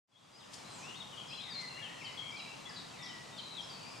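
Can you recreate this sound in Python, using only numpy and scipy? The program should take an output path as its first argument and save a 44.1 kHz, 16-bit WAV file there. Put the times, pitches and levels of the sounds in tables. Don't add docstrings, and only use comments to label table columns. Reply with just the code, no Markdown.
import sys
import numpy as np
from scipy import signal
from scipy.fft import rfft, irfft
from scipy.io import wavfile
from scipy.ndimage import uniform_filter1d

SR = 44100
rng = np.random.default_rng(int(sys.argv[2]) if len(sys.argv) > 2 else 0)


def store_pcm(level_fs):
    pcm = np.round(np.clip(level_fs, -1, 1) * 32767).astype(np.int16)
    wavfile.write(sys.argv[1], SR, np.atleast_2d(pcm).T)


N = 176400
T = np.arange(N) / SR
BIN_HZ = np.arange(N // 2 + 1) * SR / N + 1
WOOD_T60_S = 0.45


def undb(db):
    return 10 ** (np.asarray(db) / 20)


def pan(db):
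    gains = undb(np.array([[db], [-db]]) / 2)
    return gains / np.sqrt(np.mean(gains ** 2))


def walk(rate_hz, size):
    hold = max(int(SR / rate_hz), 1)
    steps = np.repeat(rng.standard_normal(N // hold + 2), hold)[:size + hold]
    return uniform_filter1d(steps, hold)[hold:]


def colour(points):
    hz, db = np.array(points, float).T
    return undb(np.interp(np.log(BIN_HZ), np.log(hz), db))


def echo(x, t60_s, build_s=0.006, width=0.43):
    envelope = (1 - np.exp(-T / build_s)) * 1000 ** (-T / t60_s)
    envelope /= np.sqrt(np.sum(envelope ** 2) * (1 + width ** 2))
    mid, side = rng.standard_normal((2, N)) * envelope
    response = np.array([mid + width * side, mid - width * side])
    return signal.fftconvolve(x[None], response, axes=1)[:, :N]


def wood(x, pan_db, echo_db, t60_s):
    return x * pan(pan_db) + undb(echo_db) * echo(x, t60_s) * pan(0.23 * pan_db)


def add_note(out, start_s, hz, db, waver, attack_s, release_s=.0064, flutter_db=2.8):
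    n = len(hz)
    t = T[:n]
    rise = np.sin(np.pi / 2 * np.clip(t / attack_s, 0, 1))
    fall = np.sin(np.pi / 2 * np.clip((t[-1] - t) / release_s, 0, 1))
    phase = 2 * np.pi * np.cumsum(hz * (1 + waver * walk(300, n))) / SR
    gain = undb(db + flutter_db * walk(100, n))
    note = np.sqrt(2) * np.sin(phase) * rise * fall * gain
    i = int(start_s * SR)
    out[i:i + n] += note[:N - i]


def whistles(notes, waver, buzz_depth=0, buzz_hz=170, swell_share=0, min_attack_s=.011):
    out = np.zeros(N)
    for start_s, length_s, first_hz, middle_hz, last_hz, db in notes:
        t = np.arange(-min_attack_s / 2, length_s, 1 / SR)
        parabola = np.polyfit([0, .5, 1], [first_hz, middle_hz, last_hz], 2)
        arc_hz = np.polyval(parabola, t / length_s)
        buzz = 1 + buzz_depth * np.sin(2 * np.pi * buzz_hz * t)
        attack_s = max(min_attack_s, swell_share * length_s)
        add_note(out, max(start_s + t[0], 0), arc_hz * buzz, db, waver, attack_s)
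    return out


def air(level_db=-51, wander_db=.6):
    # frequency in Hz, relative density in dB.
    mid_spectrum = [(25, -88), (50, -87), (80, -80.5), (115, -68), (165, -68), (250, -72.5), (380, -77.5),
                    (650, -75), (1000, -72.5), (1250, -75.5), (1600, -81), (2800, -79.5), (5000, -83.5),
                    (7500, -85), (10000, -94.5), (13000, -106), (15500, -111)]
    side_spectrum = [(25, -96), (60, -84), (110, -88), (170, -82), (250, -72.5), (380, -74), (650, -75),
                     (1000, -74.5), (1600, -83), (4000, -90.5), (6000, -94), (8000, -91), (10000, -99),
                     (12500, -112), (15500, -120)]
    # frequency in Hz, left minus right in dB.
    balance = [(90, 0), (150, 6), (270, 3.5), (550, -2.5), (1100, 2), (3000, -0.5), (7000, 1),
               (15000, -0.5)]
    mid = rfft(rng.standard_normal(N)) * colour(mid_spectrum)
    side = rfft(rng.standard_normal(N)) * colour(side_spectrum)
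    lean = np.sqrt(colour(balance))
    stereo = irfft(np.array([(mid + side) * lean, (mid - side) / lean]), N)
    return stereo / stereo.std() * undb(level_db + wander_db * walk(5.25, N))


def chorus(count=56, low_hz=2019, high_hz=5420, length_s=0.052, max_bend=0.1237, db=-62):
    notes = []
    for slot, (offset, pitch, glide) in enumerate(rng.random((count, 3))):
        start_s = (slot + offset) / count * T[-1]
        hz = low_hz * (high_hz / low_hz) ** pitch
        bend = max_bend * (2 * glide - 1)
        notes.append((start_s, length_s, hz * (1 + bend), hz, hz * (1 - bend), db))
    return echo(whistles(notes, waver=.032), WOOD_T60_S) * pan(db=13)


def ticks(rise_s=0.01, top_hz=10500):
    # peak time in s, level in dB, centre and width in Hz, decay in s, echo in dB.
    cracks = [(0.542, -41.5, 4160, 3850, 0.0067, -1.5), (1.618, -49, 5900, 1390, 0.004, -6)]
    lowpass = 1 / (1 + (BIN_HZ / top_hz) ** 10)
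    out = np.zeros((2, N))
    for peak_s, db, hz, width_hz, decay_s, echo_db in cracks:
        resonance = 1 / (1 + 1j * (BIN_HZ / hz - hz / BIN_HZ) * hz / width_hz)
        noise = irfft(rfft(rng.standard_normal(N)) * resonance * lowpass, N)
        envelope = np.exp(-np.maximum((peak_s - T) / rise_s, (T - peak_s) / decay_s))
        crack = noise / noise.std() * envelope * undb(db)
        out += wood(crack, pan_db=9.5, echo_db=echo_db, t60_s=WOOD_T60_S)
    return out


def buzzes():
    # start and length in s, first, middle and last pitch in Hz, level in dB.
    notes = [(.685, 0.18, 9300, 7260, 5080, -60.5), (1.278, .06, 5160, 5050, 5160, -55.5),
             (2.735, 0.068, 4600, 4510, 4270, -55.5), (3.04, 0.038, 5680, 5430, 5130, -56.5),
             (3.605, 0.048, 5900, 5450, 5190, -56.5)]
    calls = whistles(notes, waver=.032, buzz_depth=.032, swell_share=.55)
    return wood(calls, pan_db=1, echo_db=0.87, t60_s=1)


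def chips():
    # start and length in s, top and settling pitch in Hz, fall constant in s, level in dB.
    notes = [(0.71, 0.012, 5380, 4600, 0.0076, -48), (2.04, 0.036, 5750, 3360, 0.021, -56),
             (2.308, 0.021, 5770, 4450, .013, -57.5), (2.356, 0.079, 5950, 3950, 0.0086, -53.5),
             (2.386, 0.022, 5600, 4490, 0.0155, -53), (2.69, 0.015, 5790, 4460, 0.0061, -48.5),
             (3.023, 0.019, 6160, 4440, 0.0112, -49), (3.034, 0.046, 5960, 3410, 0.019, -54.5),
             (3.374, 0.036, 5800, 3905, 0.0068, -52), (3.691, 0.025, 6160, 4540, .006, -52)]
    calls = np.zeros(N)
    for start_s, length_s, top_hz, settle_hz, fall_s, db in notes:
        t = T[:int(length_s * SR)]
        hz = settle_hz + (top_hz - settle_hz) * np.exp(-t / fall_s)
        add_note(calls, start_s, hz, db, waver=.016, attack_s=.008)
    return wood(calls, pan_db=1, echo_db=2.5, t60_s=0.89)


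def piper():
    # start and length in s, first, middle and last pitch in Hz, level in dB.
    notes = [(.33, .06, 4890, 4960, 5130, -55.5), (.645, 0.073, 3900, 4110, 4150, -59.5),
             (1.304, 0.12, 4090, 4060, 3980, -53.5), (1.505, 0.062, 4880, 4450, 4170, -50.5),
             (1.548, 0.078, 4190, 4182, 4150, -48), (1.645, .07, 4180, 4080, 4180, -61.5),
             (3.43, 0.063, 4080, 4010, 3745, -56), (3.507, 0.0582, 4100, 3920, 3720, -50.5),
             (3.737, 0.047, 4560, 4480, 4500, -54.5), (3.82, 0.12, 4600, 4720, 4950, -60)]
    return wood(whistles(notes, waver=.008), pan_db=10.5, echo_db=0.86, t60_s=0.81)


def fluter():
    # start and length in s, first, middle and last pitch in Hz, level in dB.
    notes = [(1.375, 0.16, 2610, 2156, 1660, -59.5), (1.538, 0.12, 2370, 2122, 1975, -56.5),
             (1.772, 0.029, 1837, 2200, 2400, -53.5), (1.81, 0.14, 1717, 1845, 1945, -59),
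             (2.008, 0.027, 2670, 2285, 2030, -55), (2.07, .04, 2152, 2100, 1920, -55.5),
             (2.22, 0.081, 2170, 2270, 2300, -58), (2.322, 0.056, 2303, 2330, 2556, -50),
             (2.66, 0.059, 2026, 1928, 1620, -60), (2.94, 0.053, 2704, 2330, 1820, -61),
             (2.995, 0.18, 1933, 1958, 1900, -56.5), (3.85, 0.049, 2390, 2480, 2620, -58),
             (3.908, 0.072, 2980, 2580, 2280, -62.5)]
    return wood(whistles(notes, waver=.016), pan_db=13, echo_db=1.7, t60_s=0.93)


def warbler():
    # start and length in s, first, middle and last pitch in Hz, level in dB.
    notes = [(.122, 0.067, 3400, 3330, 3800, -50), (.4, .05, 4200, 3270, 2600, -56),
             (.718, 0.019, 2495, 2870, 3180, -64), (.825, 0.11, 2422, 2770, 2863, -56),
             (.88, 0.041, 2750, 2860, 2980, -50), (.945, 0.035, 3200, 3630, 3800, -50.5),
             (1.003, 0.028, 3810, 3560, 3060, -47), (1.125, 0.033, 3235, 2950, 3040, -53.5),
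             (1.168, 0.039, 3470, 3030, 2830, -53), (1.178, 0.049, 3165, 3280, 3000, -51.5),
             (1.31, 0.043, 2510, 2750, 3200, -54), (1.33, 0.031, 3176, 3370, 3540, -49.5),
             (1.388, 0.032, 3065, 3400, 3630, -46), (1.42, 0.098, 3790, 3700, 3720, -51),
             (1.735, 0.15, 2680, 2850, 2550, -53), (1.824, 0.051, 3360, 3100, 2860, -49.5),
             (1.985, 0.066, 2700, 2690, 2640, -54.5), (2.045, 0.064, 3130, 3040, 2850, -49.5),
             (2.177, .06, 3370, 3250, 3170, -45.5), (2.25, 0.062, 3230, 3210, 3170, -51),
             (2.396, 0.02, 2850, 2760, 2680, -49.5), (2.485, 0.041, 2710, 2740, 2595, -53.5),
             (2.655, 0.03, 3325, 3420, 3310, -50.5), (2.76, 0.048, 3990, 3925, 3640, -51.5),
             (2.99, .07, 3750, 3510, 3265, -57), (3.067, 0.067, 3280, 3105, 2870, -55),
             (3.325, 0.047, 3600, 3720, 3510, -57), (3.378, 0.034, 3480, 3190, 3040, -48),
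             (3.57, 0.043, 3700, 3290, 3240, -46)]
    return wood(whistles(notes, waver=.014), pan_db=11.3, echo_db=-1.55, t60_s=.72)


def scene():
    birds = warbler() + fluter() + piper() + chips() + buzzes()
    return birds + chorus() + ticks() + air()


def record(dry, fade_start_s=0.073, fade_s=0.7, top_hz=15700):
    fade = np.clip((T - fade_start_s) / fade_s, 0, 1)
    lowpass = signal.ellip(10, .1, 70, top_hz, fs=SR, output="sos")
    return signal.sosfilt(lowpass, dry * fade)


dry = scene()
out = record(dry)
store_pcm(out)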